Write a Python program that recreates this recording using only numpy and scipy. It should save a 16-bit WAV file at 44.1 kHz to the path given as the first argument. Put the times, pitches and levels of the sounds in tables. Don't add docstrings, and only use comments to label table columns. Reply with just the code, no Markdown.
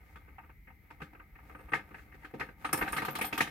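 import sys
import numpy as np
from scipy import signal
from scipy.fft import rfft, irfft
from scipy.io import wavfile
from scipy.ndimage import uniform_filter1d

SR = 44100
rng = np.random.default_rng(int(sys.argv[2]) if len(sys.argv) > 2 else 0)


def materialize(psi):
    bounded = np.clip(np.atleast_2d(psi).T, -1, 1)
    quanta = np.round(bounded * 32767).astype(np.int16)
    wavfile.write(sys.argv[1], SR, quanta)


N = 154350

# frequency in Hz, relative noise density in dB per Hz.
AIR_COLOUR = [(15, -40), (30, -10), (47, 3), (65, 6.5), (95, -3.5), (150, -8.5), (300, -17.5), (600, -33.5),
              (1100, -34.5), (1700, -30), (2050, -14), (2200, -15), (2600, -35), (3300, -40), (7500, -46.5),
              (10000, -45), (12500, -32.5), (16000, -35.5)]
AIR_DB = -57.5

# time in seconds, level in dB before the flicker.
RUB_LEVEL = [(0, -66.5), (.5, -68.5), (.6, -105), (0.851, -71), (1.1, -66), (1.3, -73), (1.5, -59.5),
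             (1.85, -61.5), (2.07, -64.5), (2.3, -64.5), (2.45, -57.5), (2.56, -72), (2.61, -58),
             (2.72, -56.5), (2.8, -45), (3.0, -46), (3.13, -48), (3.25, -44), (3.31, -54), (3.4, -46),
             (3.5, -49.5)]
# frequency in Hz, relative level in dB.
RUB_COLOUR = [(60, -6), (150, 11.5), (400, 5.5), (1200, 3), (2400, -1.5), (3300, -10.5), (6500, -20),
              (9200, -19), (13000, -8), (16000, -37)]
SLIPS_PER_S = 1500
RUB_FLICKER_DB, RUB_FLICKER_S = 2.1, 0.013
THREAD_DB, THREAD_FULL_FROM_DB = -22.5, -54

# frequency in Hz, relative level in dB, 60 dB decay time in seconds.
STEEL_MODES = [(5360, -5.5, 0.11), (8750, -4, 0.08), (9006, 0, 0.2), (9350, -2, 0.08), (9900, -1, 0.07),
               (12995, 4, 0.23)]
# frequency in Hz, width in Hz, relative level in dB.
BENCH_MODES = [(146.7, 21, 0), (196, 22, 0), (240.3, 11, 0), (301, 38, 4.5), (431.6, 51, 0),
               (523.8, 31.6, 1), (765, 110, 1), (918, 47, 2.5), (1228, 124, 3.5), (1543, 93, 1.5),
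               (1688, 60, -1.5), (1858, 134, 0), (2142, 104, 1), (2543, 245, -2.5)]
BENCH_DIRECT_DB = -5.5

# start in seconds, length in seconds, level in dB at the peak.
BRUSHES = [(0, 0.23, -74), (1.42, 0.14, -74), (1.93, 0.14, -69), (2.17, 0.13, -73), (2.575, 0.1, -68)]
# frequency in Hz, relative noise density in dB per Hz.
SKIN_COLOUR = [(200, -25), (1800, 0), (4000, -10), (8000, -13), (16000, -16)]

# time in seconds, knock, thud and edge levels in dB before trim,
# chatter length in seconds, favoured frequency in Hz.
KNOCKS = [(0.159, -42.5, -54.5, -62.5, 0.0055, 1300), (0.279, -53.5, -60, -99, 0.014, 1220),
          (0.384, -42, -72, -101, 0.011, 900), (0.433, -54, -60.5, -91, 0.018, 1220),
          (0.495, -51, -59.5, -97, 0.011, 1160), (0.674, -49.5, -58.5, -89, 0.013, 1960),
          (0.703, -50.5, -64, -86, 0.0054, 905), (0.906, -43.5, -57, -63, 0.008, 950),
          (1.004, -44, -57, -68, 0.01, 1000), (1.018, -36, -46, -53, 0.008, 1500),
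          (1.133, -48.5, -57, -77, 0.0045, 770), (1.151, -45, -57, -87, 0.0047, 1320),
          (1.198, -45, -59, -86, 0.0081, 1280), (1.355, -50, -69, -81, 0.014, 1770),
          (1.388, -50, -75, -85, 0.006, 1100), (1.498, -43, -50.5, -93, 0.0032, 1220),
          (1.55, -39, -47, -86, 0.0036, 1250), (1.593, -48, -55, -89, 0.007, 1210),
          (1.686, -48, -69, -82, 0.011, 1210), (1.721, -33.5, -41, -56, 0.0096, 1250),
          (1.736, -17.5, -39, -42, 0.006, 1850), (1.753, -32.5, -40, -49, 0.0067, 1620),
          (1.792, -40, -54, -68, 0.0065, 1600), (1.91, -50.5, -53.5, -76, 0.011, 1190),
          (1.945, -38.5, -53, -64, 0.0074, 1780), (1.984, -48, -62, -70, 0.014, 1700),
          (2.12, -50.5, -66, -76, 0.013, 1810), (2.143, -47.5, -53, -67, 0.0062, 1780),
          (2.247, -39, -51.5, -58, 0.0066, 1550), (2.339, -44, -38, -61.5, 0.011, 770),
          (2.398, -34, -46.5, -47, 0.0084, 1260), (2.409, -27.5, -39.5, -55, 0.0099, 1830),
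          (2.49, -40.5, -46.5, -68, 0.0023, 1570), (2.648, -26, -42, -45, 0.0092, 1220),
          (2.692, -34, -49, -54, 0.0041, 1180), (2.731, -20.5, -32, -38.5, 0.0049, 1250),
          (2.741, -25, -32, -52, 0.003, 780), (2.776, -36.5, -44, -50, 0.0065, 1830),
          (2.789, -32, -41, -58, 0.005, 1200), (2.813, -23.5, -39, -50, 0.0079, 1200),
          (2.824, -23, -33.5, -44, 0.005, 1800), (2.863, -31.5, -47, -57, 0.0034, 764),
          (2.878, -28.5, -44, -46, 0.0074, 1510), (2.93, -26, -44, -43.5, 0.0055, 1340),
          (2.965, -29, -46.5, -39.5, 0.012, 1270), (2.983, -24.5, -39.5, -44, 0.0068, 1850),
          (3.02, -28.5, -41.5, -49, 0.012, 760), (3.051, -28, -50, -41, 0.0041, 1160),
          (3.084, -27, -36, -46, 0.0063, 1130), (3.154, -30.5, -42, -38.5, 0.0077, 1220),
          (3.188, -30, -49, -55, 0.0078, 750), (3.213, -22.5, -36, -39, 0.0074, 2310),
          (3.244, -29, -42, -40, 0.0054, 764), (3.328, -25, -39, -39.5, 0.0065, 2500),
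          (3.379, -25.5, -40.5, -36, 0.0077, 1150), (3.408, -15.5, -32, -27.5, 0.005, 1900),
          (3.473, -38, -50, -48.5, 0.0092, 1830)]
# frequency in Hz, relative level in dB per Hz.
THUD_COLOUR = [(30, -35.5), (80, 0), (500, 1), (700, -20.5), (1500, -48), (16000, -77)]
# frequency in Hz, relative level in dB per Hz.
KNOCK_COLOUR = [(100, -26), (450, -15.5), (750, -1), (1000, -2), (1300, -2.5), (2100, -1.5), (2750, -3),
                (3200, -18), (4500, -48), (16000, -48)]
# frequency in Hz, relative level in dB per Hz.
EDGE_COLOUR = [(500, -68), (2200, 1.5), (3500, 3), (5300, -5.5), (6200, -9), (10500, -12), (16000, -17.5)]
KNOCK_TRIM_DB, THUD_TRIM_DB, EDGE_TRIM_DB = -5, -1, -4
KNOCK_T60, THUD_T60, EDGE_T60 = 0.058, 0.077, 0.13
RISE_S = 0.0014
LEAD_S = 0.002999
SOFT_BELOW_DB, SOFT_S_PER_DB = -28, 0.00003
SPOT_DB, SPOT_WIDTH_HZ = 9.5, 380
GLINT_DB, GLINT_WIDTH_HZ, GLINT_LOW_HZ, GLINT_HIGH_HZ = 6.5, 153, 3247, 13440

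# start in seconds, level in dB at the peak, frequency in Hz.
BUMPS = [(0.571, -53.5, 50), (1.0, -54, 52), (1.006, -47, 156), (1.315, -46.5, 48), (1.638, -49, 51.3),
         (2.716, -44.5, 153), (2.801, -42.5, 48), (2.9, -46, 52)]
BUMP_S = 0.05

# start in seconds, length in seconds, mean pitch in Hz,
# level in dB before the flutter.
SQUEALS = [(1.53, 0.11, 8830, -74.5), (1.69, 0.06, 8810, -69), (2.642, 0.05, 8830, -53),
           (2.765, 0.065, 12990, -43.5), (3.093, 0.045, 12995, -42), (3.232, .065, 12995, -41.5),
           (3.315, 0.13, 12995, -53)]
SQUEAL_FLUTTER_DB, SQUEAL_WANDER_HZ = 2.5, 25

# time in seconds, click and ring levels in dB before trim,
# favoured frequency in Hz.
CLINKS = [(2.7284, -18, -26, 8950), (2.7744, -30.5, -37, 9300), (2.8854, -50, -45, 9200),
          (2.9222, -35, -33.5, 9300), (2.9692, -34, -42, 11370), (3.0194, -43, -56, 8960),
          (3.05, -35.5, -42, 12060), (3.152, -35, -42, 12400), (3.185, -35.5, -45, 11030),
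          (3.2116, -32, -33, 9400), (3.225, -46, -44, 9300), (3.2506, -39, -37, 9050),
          (3.3773, -31, -35.5, 12400)]
# frequency in Hz, relative level in dB per Hz.
CLICK_COLOUR = [(1000, -35), (3500, -19), (5300, 3), (6200, -4), (8000, 1.5), (9200, 7.5), (10500, 4.5),
                (12800, 6.5), (14200, -1), (16000, -5)]
CLICK_TRIM_DB, RING_TRIM_DB = -7.5, -8
CLICK_T60, CLICK_HOLD_S = 0.05, 0.0018
RING_WANDER_HZ, RING_DETUNE_HZ = 70, 48.8
FLARE_DB, FLARE_WIDTH_HZ, FLARE_T60 = 8, 380, 0.12

# frequency in Hz, 60 dB decay time in seconds.
ROOM_DECAY = [(150, 0.2), (1000, 0.15), (7000, 0.15), (15000, 0.1)]
ROOM_DB, ROOM_ONSET_S = -9, 0.0075

# frequency in Hz, likeness from 0 to 1.
LIKENESS = [(290, .93), (560, 0.6), (780, 0.78), (1300, 0.62), (2100, 0.42), (5000, 0.05)]
# frequency in Hz, left minus right in dB.
BALANCE = [(60, 0.5), (130, 2.8), (400, -1), (770, 2), (930, -2.5), (1120, 2.5), (1600, 0), (2000, 5.5),
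           (2550, -3.5), (3500, -0.5), (8500, -2.5), (13000, 3)]
# frequency in Hz, lead in radians.
PHASE_LEAD = [(420, 0), (540, 1), (700, -0.25), (930, -0.6), (1090, -2.2), (1300, -0.6), (1600, -0.8),
              (1900, 2), (2200, 0)]
LOW_CUT_HZ, HIGH_CUT_HZ = 31, 15950


def amp(db):
    return 10 ** (np.asarray(db) / 20)


def unit(x):
    return x / np.sqrt(np.mean(x ** 2) + 1e-20)


def read(points, hz):
    f, value = np.transpose(points)
    return np.interp(np.log(hz + 1), np.log(f + 1), value)


def add(mix, s, sound):
    part = mix[:, max(round(s * SR), 0):][:, :sound.shape[-1]]
    part += sound[..., :part.shape[1]]


def peak(x, hz, width_hz):
    b, a = signal.iirpeak(hz, hz / width_hz, fs=SR)
    return signal.lfilter(b, a, x)


def colour(x, points, wood=False):
    size = 8192
    hz = np.fft.rfftfreq(size, 1 / SR)
    gain = amp(read(points, hz))
    if wood:
        power = amp(BENCH_DIRECT_DB) ** 2
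        for f, width, db in BENCH_MODES:
            power = power + amp(db) ** 2 / (1 + (2 * (hz - f) / width) ** 4)
        gain = gain * np.sqrt(power)
    cepstrum = irfft(np.log(gain + 1e-6))
    cepstrum[1:size // 2] *= 2
    taps = irfft(np.exp(rfft(cepstrum[:size // 2], size)))[:size // 2]
    return signal.oaconvolve(x, taps[None] / np.linalg.norm(taps), axes=1)[:, :N]


def air():
    return amp(AIR_DB) * colour(rng.standard_normal((2, N)), AIR_COLOUR)


def rubbing():
    t = np.arange(N) / SR
    slips = rng.random(N) < SLIPS_PER_S / SR
    flicker = np.interp(t / RUB_FLICKER_S, np.arange(SR), rng.standard_normal(SR))
    level = np.interp(t, *np.transpose(RUB_LEVEL))
    drive = unit(slips * rng.standard_normal((2, N))) * amp(level + RUB_FLICKER_DB * flicker)

    age = t[:SR // 4]
    ring = sum(amp(db - 60 * age / t60) * np.sin(2 * np.pi * hz * age) for hz, db, t60 in STEEL_MODES)
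    ring = ring / np.linalg.norm(ring)
    firm = amp(np.minimum(level - THREAD_FULL_FROM_DB, 0))
    steel = signal.oaconvolve(drive * firm, ring[None], axes=1)[:, :N]
    return colour(drive, RUB_COLOUR, wood=True) + amp(THREAD_DB) * steel


def brushes():
    out = np.zeros((2, N))
    for s, length, db in BRUSHES:
        t = np.arange(0, length, 1 / SR)
        hiss = rng.standard_normal((2, len(t)))
        add(out, s, amp(db) * np.sin(np.pi * t / length) * hiss)
    return colour(out, SKIN_COLOUR)


def burst(hold, t60, rise=RISE_S):
    t = np.arange(SR // 5) / SR
    attack = 1 - np.exp(-(t + 1 / SR) / rise)
    shape = attack * amp(-60 * np.maximum(t - hold, 0) / t60)
    x = rng.standard_normal((2, len(t))) * shape
    for _ in range(3):
        even = irfft(np.exp(1j * np.angle(rfft(x))), len(t))
        local_power = abs(uniform_filter1d(even ** 2, size=128, axis=1))
        x = even * shape / np.sqrt(local_power + 1e-12)
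    return x


def struck_spot(x, hz):
    y = x + (amp(SPOT_DB) - 1) * peak(x, hz, SPOT_WIDTH_HZ)
    return y / amp(SPOT_DB / 2)


def glints(x):
    y = x.copy()
    for hz in np.linspace(GLINT_LOW_HZ, GLINT_HIGH_HZ, num=12) * rng.uniform(.94, 1.06, size=12):
        strength = rng.choice([-1, 1]) * amp(GLINT_DB) * rng.random((2, 1))
        y += strength * peak(x, hz, GLINT_WIDTH_HZ)
    return y * np.linalg.norm(x) / np.linalg.norm(y)


def knocks():
    thud, knock, edge = np.zeros((3, 2, N))
    for s, knock_db, thud_db, edge_db, chatter, hz in KNOCKS:
        rise = RISE_S + SOFT_S_PER_DB * max(SOFT_BELOW_DB - knock_db, 0)
        low = burst(chatter, THUD_T60)
        woody = struck_spot(burst(chatter, KNOCK_T60, rise), hz)
        hard = glints(burst(chatter, EDGE_T60))
        add(thud, s - LEAD_S, amp(thud_db + THUD_TRIM_DB) * low)
        add(knock, s - LEAD_S, amp(knock_db + KNOCK_TRIM_DB) * woody)
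        add(edge, s - LEAD_S / 2, amp(edge_db + EDGE_TRIM_DB) * hard)
    wood = colour(thud, THUD_COLOUR, wood=True) + colour(knock, KNOCK_COLOUR, wood=True)
    return wood + colour(edge, EDGE_COLOUR)


def bumps():
    out = np.zeros((2, N))
    t = np.arange(0, BUMP_S, 1 / SR)
    swell = np.sin(np.pi * t / BUMP_S) ** 2
    for s, db, hz in BUMPS:
        add(out, s, amp(db) * swell * np.sin(2 * np.pi * hz * t))
    return out


def waver(length):
    return unit(uniform_filter1d(rng.standard_normal((2, length)), size=200, axis=1))


def wandering_sine(pitch):
    turns = np.cumsum(pitch, axis=1) / SR + rng.random((2, 1))
    return np.sin(2 * np.pi * turns)


def squeals():
    out = np.zeros((2, N))
    for s, length, hz, db in SQUEALS:
        t = np.arange(0, length, 1 / SR)
        tone = wandering_sine(hz + SQUEAL_WANDER_HZ * waver(SR // 4)[:, :len(t)])
        flutter = SQUEAL_FLUTTER_DB * waver(SR // 4)[:, :len(t)]
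        add(out, s, amp(db + flutter) * np.sin(np.pi * t / length) * tone)
    return out


def flare(hz):
    return peak(burst(CLICK_HOLD_S, FLARE_T60), hz, FLARE_WIDTH_HZ)


def clinks():
    click, ring = np.zeros((2, 2, N))
    t = np.arange(SR // 4) / SR
    attack = 1 - np.exp(-t / RISE_S)
    for s, click_db, ring_db, flare_hz in CLINKS:
        add(ring, s, amp(ring_db + FLARE_DB) * flare(flare_hz))
        add(click, s, amp(click_db + CLICK_TRIM_DB) * glints(burst(CLICK_HOLD_S, CLICK_T60)))
        for hz, db, t60 in STEEL_MODES:
            detune = RING_DETUNE_HZ * rng.uniform(-1, 1)
            tone = wandering_sine(hz + detune + RING_WANDER_HZ * waver(len(t)))
            decay = amp(ring_db + RING_TRIM_DB + db - 60 * t / t60)
            add(ring, s, decay * tone * attack / 2)
    return colour(click, CLICK_COLOUR) + ring


def room(x):
    hz, t, z = signal.stft(rng.standard_normal((2, SR // 2)), SR, nperseg=256)
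    decay = amp(-60 * t / read(ROOM_DECAY, hz)[:, None])
    tail = signal.istft(z * decay, SR, nperseg=256)[1]
    onset = np.minimum(np.arange(tail.shape[1]) / SR / ROOM_ONSET_S, 1) ** 4
    z = rfft(tail * onset)
    even = z / np.sqrt(uniform_filter1d(abs(z) ** 2, size=15, axis=1))
    tail = irfft(even, len(onset)) * onset
    return signal.fftconvolve(x, tail / np.linalg.norm(tail[0]), axes=1)[:, :N]


def scene():
    work = rubbing() + brushes() + knocks() + squeals() + clinks()
    return air() + work + bumps() + amp(ROOM_DB) * room(work)


def record(dry):
    hz = np.fft.rfftfreq(2 * N, 1 / SR)
    a, b = rfft(dry, 2 * N) / np.sqrt(1 + (LOW_CUT_HZ / (hz + 1)) ** 8)
    turn = np.arcsin(np.clip(read(LIKENESS, hz), -1, 1)) / 2
    lean = amp(read(BALANCE, hz) / 2) * np.exp(1j * read(PHASE_LEAD, hz) / 2)
    left = (np.cos(turn) * a + np.sin(turn) * b) * lean
    right = (np.cos(turn) * b + np.sin(turn) * a) / lean
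    pair = irfft(np.array([left, right]))[:, :N]
    high_cut = signal.firwin(511, HIGH_CUT_HZ, window=("kaiser", 9), fs=SR)
    return signal.oaconvolve(pair, high_cut[None], "same")


dry = scene()
out = record(dry)
materialize(out)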